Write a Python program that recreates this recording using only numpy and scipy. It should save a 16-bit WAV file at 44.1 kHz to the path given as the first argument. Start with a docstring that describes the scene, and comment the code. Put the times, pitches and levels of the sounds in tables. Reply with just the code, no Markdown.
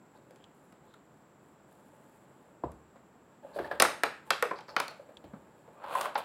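"""Hands open a cardboard box with a thin plastic tray, close to a microphone in a small, faintly hissing room.
First come soft finger strokes, shaped noise and tiny slips, with short squeaky scratches, faint snaps and ticks.
From 2.6 s dull blows ring the box; near 3.8 s the tray starts to buckle in sharp snaps: damped ringing.
Near 6 s the tray slides along the cardboard in two pulls, brighter as it speeds up, among the last snaps.
The room answers all of these but the ticks, with scattered echoes, a fading tail and a few lingering tones."""
import sys
import numpy as np
from scipy import signal
from scipy.fft import rfft, irfft
from scipy.io import wavfile
from scipy.ndimage import uniform_filter1d

SR = 44100
rng = np.random.default_rng(int(sys.argv[2]) if len(sys.argv) > 2 else 0)


def bounce(signal):
    """Save signal as a 16-bit WAV file at the path given by the first command-line argument."""
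    frames = np.transpose(np.atleast_2d(signal))
    limited = np.clip(frames, -1, 1)
    pcm = np.round(limited * 32767).astype(np.int16)
    wavfile.write(sys.argv[1], SR, pcm)


N = 275228
TIME = np.arange(N) / SR
BANDS = 2 ** np.arange(5, 14.2, .25)  # band centres in Hz, a quarter octave apart
# how long the bands of a plastic sheet ring before falling by 60 dB: f/Hz, t60/s
SHEET_T60 = [(150, 0.022), (550, 0.12), (1300, 0.047), (4000, 0.029), (12000, 0.01)]


def undb(db):
    """Turn decibels into a gain."""
    return 10 ** (np.asarray(db) / 20)


def at_hz(points, hz):
    """Read a value between (f/Hz, value) points, on a logarithmic pitch axis."""
    f, value = np.transpose(points)
    return np.interp(np.log(np.maximum(hz, 1)), np.log(f), value)


def unit(x):
    """Scale to a total energy of one."""
    return x / np.sqrt(np.sum(x ** 2, axis=-1, keepdims=True))


def steady(x):
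    """Scale to a standard deviation of one."""
    return x / np.std(x)


def colour(x, points):
    """Filter a signal with a smooth curve of (f/Hz, gain/dB) points, then scale its overall level to one."""
    gain = undb(at_hz(points, np.fft.rfftfreq(N, 1 / SR)))
    return steady(irfft(rfft(x) * gain, N))


def add(out, s, sound):
    """Mix a sound in at time s, in seconds."""
    i = max(int(s * SR), 0)
    out[i:i + len(sound)] += sound[:N - i]


def fade(t, t60):
    """Die away exponentially, by 60 dB in t60 seconds."""
    return np.exp(-np.log(1000) * t / t60)


def background():
    """A low room tone and a narrow band of thin hiss, both steady shaped noise."""
    # the quiet room with the microphone's own hiss: f/Hz, level/dB per Hz
    room_tone = [(18, -18), (30, -8.5), (53, -16.5), (109, -9), (145, -2.5), (311, -5), (470, -8),
                 (900, -11), (1500, -17), (2540, -27), (4500, -35.5), (6550, -39.5), (11000, -41),
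                 (16000, -41.5)]
    tone_db, whine_db = -60, -79
    tone = colour(rng.standard_normal(N), room_tone)
    whine = colour(rng.standard_normal(N), [(6300, -37.5), (7150, -8.5), (7800, -5.5), (8400, -34)])
    return undb(tone_db) * tone + undb(whine_db) * whine


def slips(rate, spread_db):
    """Stick and slip: tiny releases at random moments (rate per second), of very unequal size."""
    size = undb(spread_db * np.clip(rng.standard_normal(N), -2, 2))
    happens = rng.random(N) < rate / SR
    return happens * size * rng.choice([-1, 1], N)


def box_walls(catches, column):
    """Slips ring the cardboard; where the touch sits decides which resonances speak."""
    # box walls under a rubbing touch: f/Hz, width/Hz, level under a finger/dB, level under the gliding tray/dB
    box_modes = [(435, 270, 3, -9), (620.4, 100, -2.5, -2), (863.5, 38, -2, -13), (1110, 680, -3, 15),
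                 (1670, 110, -7, -3), (2450, 130, -18, -1.5)]
    t = TIME[:SR // 10]
    ring = np.zeros(len(t))
    for k, (hz, width, *gains) in enumerate(box_modes):
        strength = undb(gains[column]) * np.sqrt(width) * (-1) ** k  # neighbours push in opposite directions
        ring += strength * np.sin(2 * np.pi * hz * t) * np.exp(-np.pi * width * t)  # wider means shorter
    rung = signal.fftconvolve(catches, ring)[:N]
    return colour(rung, [(25, -47.0), (80, -21.0), (300, -5.5), (600, 10.5), (2200, 2.0), (5000, -13.5)])


def rubbing(drag, rasp, hiss, column):
    """Slips drum on the box walls, fibres rasp, and the gliding surface hisses."""
    # fibres catching: f/Hz, level/dB per Hz
    rasp_spectrum = [(900, -24.5), (2000, 4.5), (2700, 9), (3400, 7), (4500, 1.5), (5800, -22),
                     (9000, -33.5)]
    # a surface gliding: f/Hz, level/dB per Hz
    hiss_spectrum = [(3500, -18), (6500, -3.5), (8500, 3), (10500, 3.5), (13000, 0), (16000, -3.5)]
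    catches = steady(slips(rate=480, spread_db=1.5))
    # ridges catch now and then and bunch the grit into short crackles, each fading over about 1.5 ms
    ridge_hits = np.abs(slips(rate=110, spread_db=4))
    ridges = signal.lfilter([1], [1, -np.exp(-1 / (.0015 * SR))], ridge_hits)
    grit = steady((.45 + ridges) * rng.standard_normal(N)) + .5 * catches
    walls = drag * box_walls(catches, column)
    return walls + rasp * colour(grit, rasp_spectrum) + hiss * colour(grit, hiss_spectrum)


def finger_strokes():
    """Fingers stroke the box: each stroke takes hold, drags evenly and lets go."""
    # one stroke per row: start t/s, length/s, drag on the walls/dB, skin hiss/dB
    strokes = [(0.14, 0.077, -58.5, -76), (0.26, 0.21, -67, -87), (0.532, .23, -84, -80),
               (0.834, 0.1, -67, -80), (1.13, .15, -78, -87), (1.413, .17, -78, -82),
               (1.666, 0.57, -67, -78), (2.192, 0.38, -68, -83), (3.315, 0.062, -56.5, -83),
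               (3.423, 0.34, -57.5, -78), (3.538, 0.074, -43.5, -59), (3.583, 0.15, -45.5, -71),
               (3.697, 0.122, -44, -71), (3.836, 0.17, -47, -74), (4.25, 0.11, -55, -70.5),
               (4.528, 0.085, -55, -86), (4.674, 0.12, -52, -77), (4.932, 1, -65.5, -83.5)]
    attack_s, release_s = 0.017, 0.082
    rasp_db = -19  # fibres against the drag
    drag, hiss = np.zeros(N), np.zeros(N)
    for s, length, drag_db, hiss_db in strokes:
        touch = np.clip(np.minimum((TIME - s) / attack_s, (s + length - TIME) / release_s), 0, 1)
        # overlapping strokes add their energies
        drag = np.hypot(drag, undb(drag_db) * touch)
        hiss = np.hypot(hiss, undb(hiss_db) * touch)
    return rubbing(drag, undb(rasp_db) * drag, hiss, column=0)


def near_surfaces(x, scatter_db=-15, slap_db=-16):
    """Table and furniture scatter a little at once; the nearest wall returns one dull slap."""
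    wall_s = .029
    t = TIME[:int(wall_s * SR)]
    scatter = unit(rng.standard_normal(len(t)) * (t > .007))  # random echoes after 7 ms
    softened = signal.sosfilt(signal.butter(1, 8000, fs=SR, output="sos"), x)
    out = undb(scatter_db) * signal.fftconvolve(softened, scatter)[:N]
    dull = signal.sosfilt(signal.butter(1, 2200, fs=SR, output="sos"), x)
    add(out, wall_s, undb(slap_db) * dull)
    return out


def diffuse_tail(x, delay_s):
    """The room stores each pitch's energy and lets it die away; the box keeps moving, so phases are random."""
    # how long the room rings: f/Hz, t60/s
    room_t60 = [(70, .5), (250, .45), (550, 0.27), (1400, 0.44), (4000, 0.36), (10000, 0.34), (16000, 0.24)]
    # how strongly the room is fed: f/Hz, level against the direct sound/dB
    room_wet = [(70, -9.5), (250, -8.5), (700, -9), (1400, -10.5), (3500, -6), (9000, -11.5),
                (15000, -14.5)]
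    size, hop = 512, 128  # analysis window and step, in samples
    hz, _, sound = signal.stft(x, SR, nperseg=size, noverlap=size - hop)
    keep = fade(hop / SR, at_hz(room_t60, hz)) ** 2  # share of energy left after one step
    energy = uniform_filter1d(np.abs(sound) ** 2, 3, axis=0)  # blurred over neighbouring pitches
    fed = energy * undb(at_hz(room_wet, hz))[:, None] ** 2
    stored = np.array([signal.lfilter([1 - k], [1, -k], row) for k, row in zip(keep, fed)])
    # random noise carries the stored energy
    field = steady(signal.stft(rng.standard_normal(N), SR, nperseg=size, noverlap=size - hop)[2])
    tail = signal.istft(field * np.sqrt(np.abs(stored)), SR, nperseg=size, noverlap=size - hop)[1]
    out = np.zeros(N)
    add(out, delay_s, tail)
    return out


def lingering(x, share_db):
    """A few narrow resonances ring on in sympathy."""
    # faint tones that linger: f/Hz, level before the common share/dB, t60/s
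    linger = [(73, -3.5, 0.46), (582, -9.5, 0.25), (878, -14.5, 0.33), (1249, -11.5, 0.45),
              (1315, -11.5, .35), (1820, -13, .4), (2320, -12, .35), (2392, -13.5, 0.46), (2534, -9, .42),
              (2670, -7.5, .42), (2930, -13.5, .4)]
    t = TIME[:SR // 2]
    tones = sum(undb(db) * unit(np.sin(2 * np.pi * hz * t) * fade(t, t60)) for hz, db, t60 in linger)
    return undb(share_db) * signal.fftconvolve(x, tones)[:N]


def room(x):
    """The room's answer: early scatter, a diffuse tail and a few lingering tones."""
    return near_surfaces(x) + diffuse_tail(x, delay_s=.013) + lingering(x, share_db=-25)


def scratches():
    """Fingertips scratch flaps and plastic: quick slips ring one narrow, high resonance of the sheet."""
    # one scratch per row: t/s, length/s, level/dB, squeak f/Hz
    scratch_rows = [(0.151, .03, -76, 4100), (0.39, 0.086, -75, 3020), (0.855, 0.15, -78, 3700),
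                    (3.527, 0.061, -64.5, 4240), (3.602, 0.093, -69.5, 4390), (3.709, 0.026, -63, 4460),
                    (4.55, 0.053, -61.5, 4550), (4.675, 0.044, -56.5, 4740)]
    out = np.zeros(N)
    for s, length, db, hz in scratch_rows:
        size = int(length * SR)
        squeak_band = signal.butter(2, [hz * .88, hz * 1.12], "band", fs=SR, output="sos")
        catches = slips(rate=2500, spread_db=6.5)[:size]
        squeak = steady(signal.sosfilt(squeak_band, catches))
        add(out, s, undb(db) * squeak * signal.windows.tukey(size, .5))
    return out


def band_noise(size):
    """One row of random noise for each quarter-octave band."""
    f = np.fft.rfftfreq(size, 1 / SR)
    away = np.abs(np.log2(np.maximum(f, 1) / BANDS[:, None])) * 4  # distance from the centre, in bands
    phase = 2 * np.pi * rng.random(away.shape)
    return irfft(np.sqrt(np.maximum(1 - away, 0)) * np.exp(1j * phase), size)


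def blow(band_db, t60, ring_hz, ring_db, ring_t60, rise_cycles, contact_s):
    """A crowd of damped bending modes and one leading ring; bending waves bring the treble first."""
    t = np.arange(8192) / SR
    swell = (1 - np.exp(-t / (contact_s + rise_cycles / BANDS[:, None]))) ** 2  # low bands rise more slowly
    decay = fade(t, at_hz(t60, BANDS)[:, None])
    crowd = undb(band_db) @ unit(band_noise(size=len(t)) * swell * decay)
    ring_swell = (1 - np.exp(-t / (contact_s + 1.4 / ring_hz))) ** 2
    ring = np.sin(2 * np.pi * ring_hz * t) * ring_swell * fade(t, ring_t60)
    return (crowd + undb(ring_db) * unit(ring)) * np.sqrt(.01 * SR)  # 0 dB: rms one if spread over 10 ms


def tray_snaps(ring_cycles=40):
    """A tray panel flips over with crack and fizz; the box around it adds a hollow note."""
    # one snap per row; the dull one at 3.8492 is the wall's slap after the snap at 3.8219:
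    # t/s, level/dB, panel ring f/Hz, then against the level: ring/dB, hollow/dB, crack/dB, fizz/dB
    snaps = [ (0.3078, -65.5, 508, 12, 17.5, 4, 4.5), (.3587, -70, 1320, -8, -4, 9, 8),
             (0.724, -66.5, 1250, 0, -10, 4, 3), (0.9406, -61, 1360, -1, -5, -18, 0),
             (2.718, -71.5, 1500, 2, 0, 9, 15), (3.7996, -23, 1434, -1.5, 2, 10, 5.5),
             (3.8219, -19.5, 1500, -15, -1, 2, 7.5), (3.8492, -26, 1640, -19, -4, -4, -14),
             (4.0345, -23.5, 1404, -6.5, -1, -3, -4), (4.3049, -24.5, 1297, -2.5, -2, 5, -1),
             (4.4247, -25, 487, -1, -7, -5.5, -2.5), (4.511, -36.5, 1022, 5, 7, -11, -28),
             (4.587, -49.5, 843, 2.5, -1, 0.5, -11), (4.607, -59.5, 880, 5, 8, 9.5, -2),
             (4.7644, -27, 1363, -3, -3.5, 2, -10), (4.8002, -32, 998, -3.5, -1.5, 4, 2),
             (4.8805, -48.5, 4330, 0.5, 3, 6, 6.5), (5.952, -36, 1023, 11, -10.5, -15, -3),
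             (6.011, -41, 1150, 0, 5.5, 6, 7), (6.055, -36.5, 1050, -2, -7, -10, -7),
             (6.146, -65, 2590, -3, 1, 1, 12), (6.1544, -33.5, 849, 7, -1, 0.5, -47),
             (6.162, -41.5, 860, 10, -21, -2, -18)]
    # what a snap sets ringing in the plastic sheet: f/Hz, level/dB per quarter octave
    sheet = [(60, -51.5), (120, -47.5), (200, -25.5), (330, -21), (540, -9.5), (1000, -9), (1400, -3.5),
             (1850, -9.5), (2450, -10), (3200, -16.5), (4500, -14.5), (6300, -19), (9500, -14.5),
             (14000, -23), (16500, -36)]
    out = np.zeros(N)
    for s, db, hz, ring_db, hollow_db, crack_db, fizz_db in snaps:
        tilt = at_hz([(600, hollow_db), (1000, 0), (1900, 0), (3200, crack_db), (5000, crack_db),
                      (8000, fizz_db)], BANDS)
        ring_t60 = min(ring_cycles / hz, .045)
        snap = blow(at_hz(sheet, BANDS) + tilt, SHEET_T60, hz, ring_db, ring_t60,
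                    rise_cycles=.45, contact_s=.00006)
        add(out, s, undb(db) * snap)
    return out


def near_ticks():
    """Small high ticks, brief ringing blows so close to the microphone that no room answer is added."""
    # one tick per row: t/s, level/dB, ring f/Hz, ring against the level/dB
    ticks = [(0.441, -60, 3320, 1), (0.939, -64.5, 3680, 2), (5.170, -54, 3350, 2)]
    # what a tick sets ringing: f/Hz, level/dB per quarter octave
    tick_spectrum = [(1500, -21), (2700, -17), (3500, -7), (5000, -20), (8000, -16), (12000, -38)]
    out = np.zeros(N)
    for s, db, hz, ring_db in ticks:
        tick = blow(at_hz(tick_spectrum, BANDS), SHEET_T60, hz, ring_db,
                    ring_t60=0.0054, rise_cycles=0.37, contact_s=.0001)
        add(out, s, undb(db) * tick)
    return out


def box_blows():
    """Fingers and table meet the box, a stroke takes hold, the sliding tray catches: dull blows ring the card."""
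    # one ringing part of a blow per row; the first two rows make a single knock with two rings:
    # t/s, level/dB, wall ring f/Hz, then against the level: ring/dB, thud/dB, edge/dB, scuff/dB;
    # last, contact time/s
    blow_rows = [ (2.636, -37, 988, 2.5, 17, -5, -21, 0.00018),
                 (2.638, -37, 325, 2.5, 16, -9, -10.5, .0003), (2.736, -63.5, 85, 12, 6, -9, -8, .002),
                 (2.957, -61, 550, 0, 11, 8, 5, 0.0019), (3.446, -47.5, 568, 3, -15, -20, -19, .002),
                 (3.560, -36, 586, -1.5, 3.5, -13.5, -5, .003),
                 (3.587, -33.5, 1610, -6.5, 6.5, 0.5, 1, 0.00024),
                 (3.597, -42.5, 393, 10, 5, -14, -8, .0007), (3.643, -46, 1760, 2, -6, 7, 4.5, 0.0016),
                 (3.712, -34.5, 1686, -1.5, -3.5, 1.5, 3, .0008), (3.741, -64, 79, 5, 12, 0, -4.5, .003),
                 (4.682, -55.5, 565, -1.5, 12, 19, 12.5, 0.0017),
                 (4.908, -50, 721, -12, -0.5, 0, 11.5, 0.00053),
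                 (4.995, -55.5, 559, 9, -5, -1, -11.5, .0009),
                 (5.088, -54, 539, -3, -13.5, -1.5, 1, 0.00054), (5.24, -53, 308, 3, 23.5, -11, 8.5, .0005),
                 (5.334, -53, 208.5, 11, 3.5, 8, -0.5, .001),
                 (5.676, -52.5, 506, -4.5, 5.5, -0.5, -5.5, 0.00043),
                 (5.838, -49, 855, 6.5, 8.5, 12, 9.5, 0.00056), (5.88, -60, 956, 15, -12, 15, -5, .0004)]
    # what a blow sets ringing in the cardboard: f/Hz, level/dB per quarter octave
    card = [(35, -49.5), (75, -31.5), (130, -29.5), (220, -26), (370, -14.5), (600, -1.5), (950, -11.5),
            (1600, -14.5), (2600, -25.5), (4400, -27.5), (6500, -44.5), (10000, -37.5), (16000, -36.5)]
    # how long the cardboard rings: f/Hz, t60/s
    card_t60 = [(70, 0.11), (200, 0.24), (600, 0.053), (1500, 0.11), (8000, 0.052)]
    out = np.zeros(N)
    for s, db, hz, ring_db, thud_db, edge_db, scuff_db, contact_s in blow_rows:
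        tilt = at_hz([(150, thud_db), (300, 0), (700, 0), (1100, edge_db), (3000, scuff_db)], BANDS)
        dull_blow = blow(at_hz(card, BANDS) + tilt, card_t60, hz, ring_db,
                         ring_t60=0.028, rise_cycles=0.4, contact_s=contact_s)
        add(out, s, undb(db) * dull_blow)
    return out


def tray_slide():
    """Each pull of the tray gathers speed and slows again; the faster it glides, the brighter it sounds."""
    # one pull per row: fastest at t/s, speeding up/s, slowing down/s, level/dB
    pulls = [(6.014, .15, 0.086, -37), (6.189, 0.025, 0.021, -38)]
    rasp_db, hiss_db = -11.5, -12  # against the drag, at full speed
    rasp_power, hiss_power = 1.7, 3  # drag grows in step with speed, these with powers of it
    drag, rasp, hiss = np.zeros((3, N))
    for s, rise_s, fall_s, db in pulls:
        speed = np.exp(-((TIME - s) / np.where(TIME < s, rise_s, fall_s)) ** 2)
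        drag = drag + undb(db) * speed
        rasp = rasp + undb(db + rasp_db) * speed ** rasp_power
        hiss = hiss + undb(db + hiss_db) * speed ** hiss_power
    return rubbing(drag, rasp, hiss, column=1)


def scene():
    """Tray, box and hands in the room."""
    direct = tray_snaps() + box_blows() + finger_strokes() + tray_slide() + scratches()
    return (direct + room(direct) + near_ticks() + background())[None]


def record(dry, bass_cut_hz=52, top_hz=16000):
    """The phone drops the deep bass and cuts the top."""
    thin = signal.sosfilt(signal.butter(4, bass_cut_hz, "high", fs=SR, output="sos"), dry)
    return signal.sosfilt(signal.ellip(10, .2, 70, top_hz, fs=SR, output="sos"), thin)


dry = scene()
out = record(dry)
bounce(out)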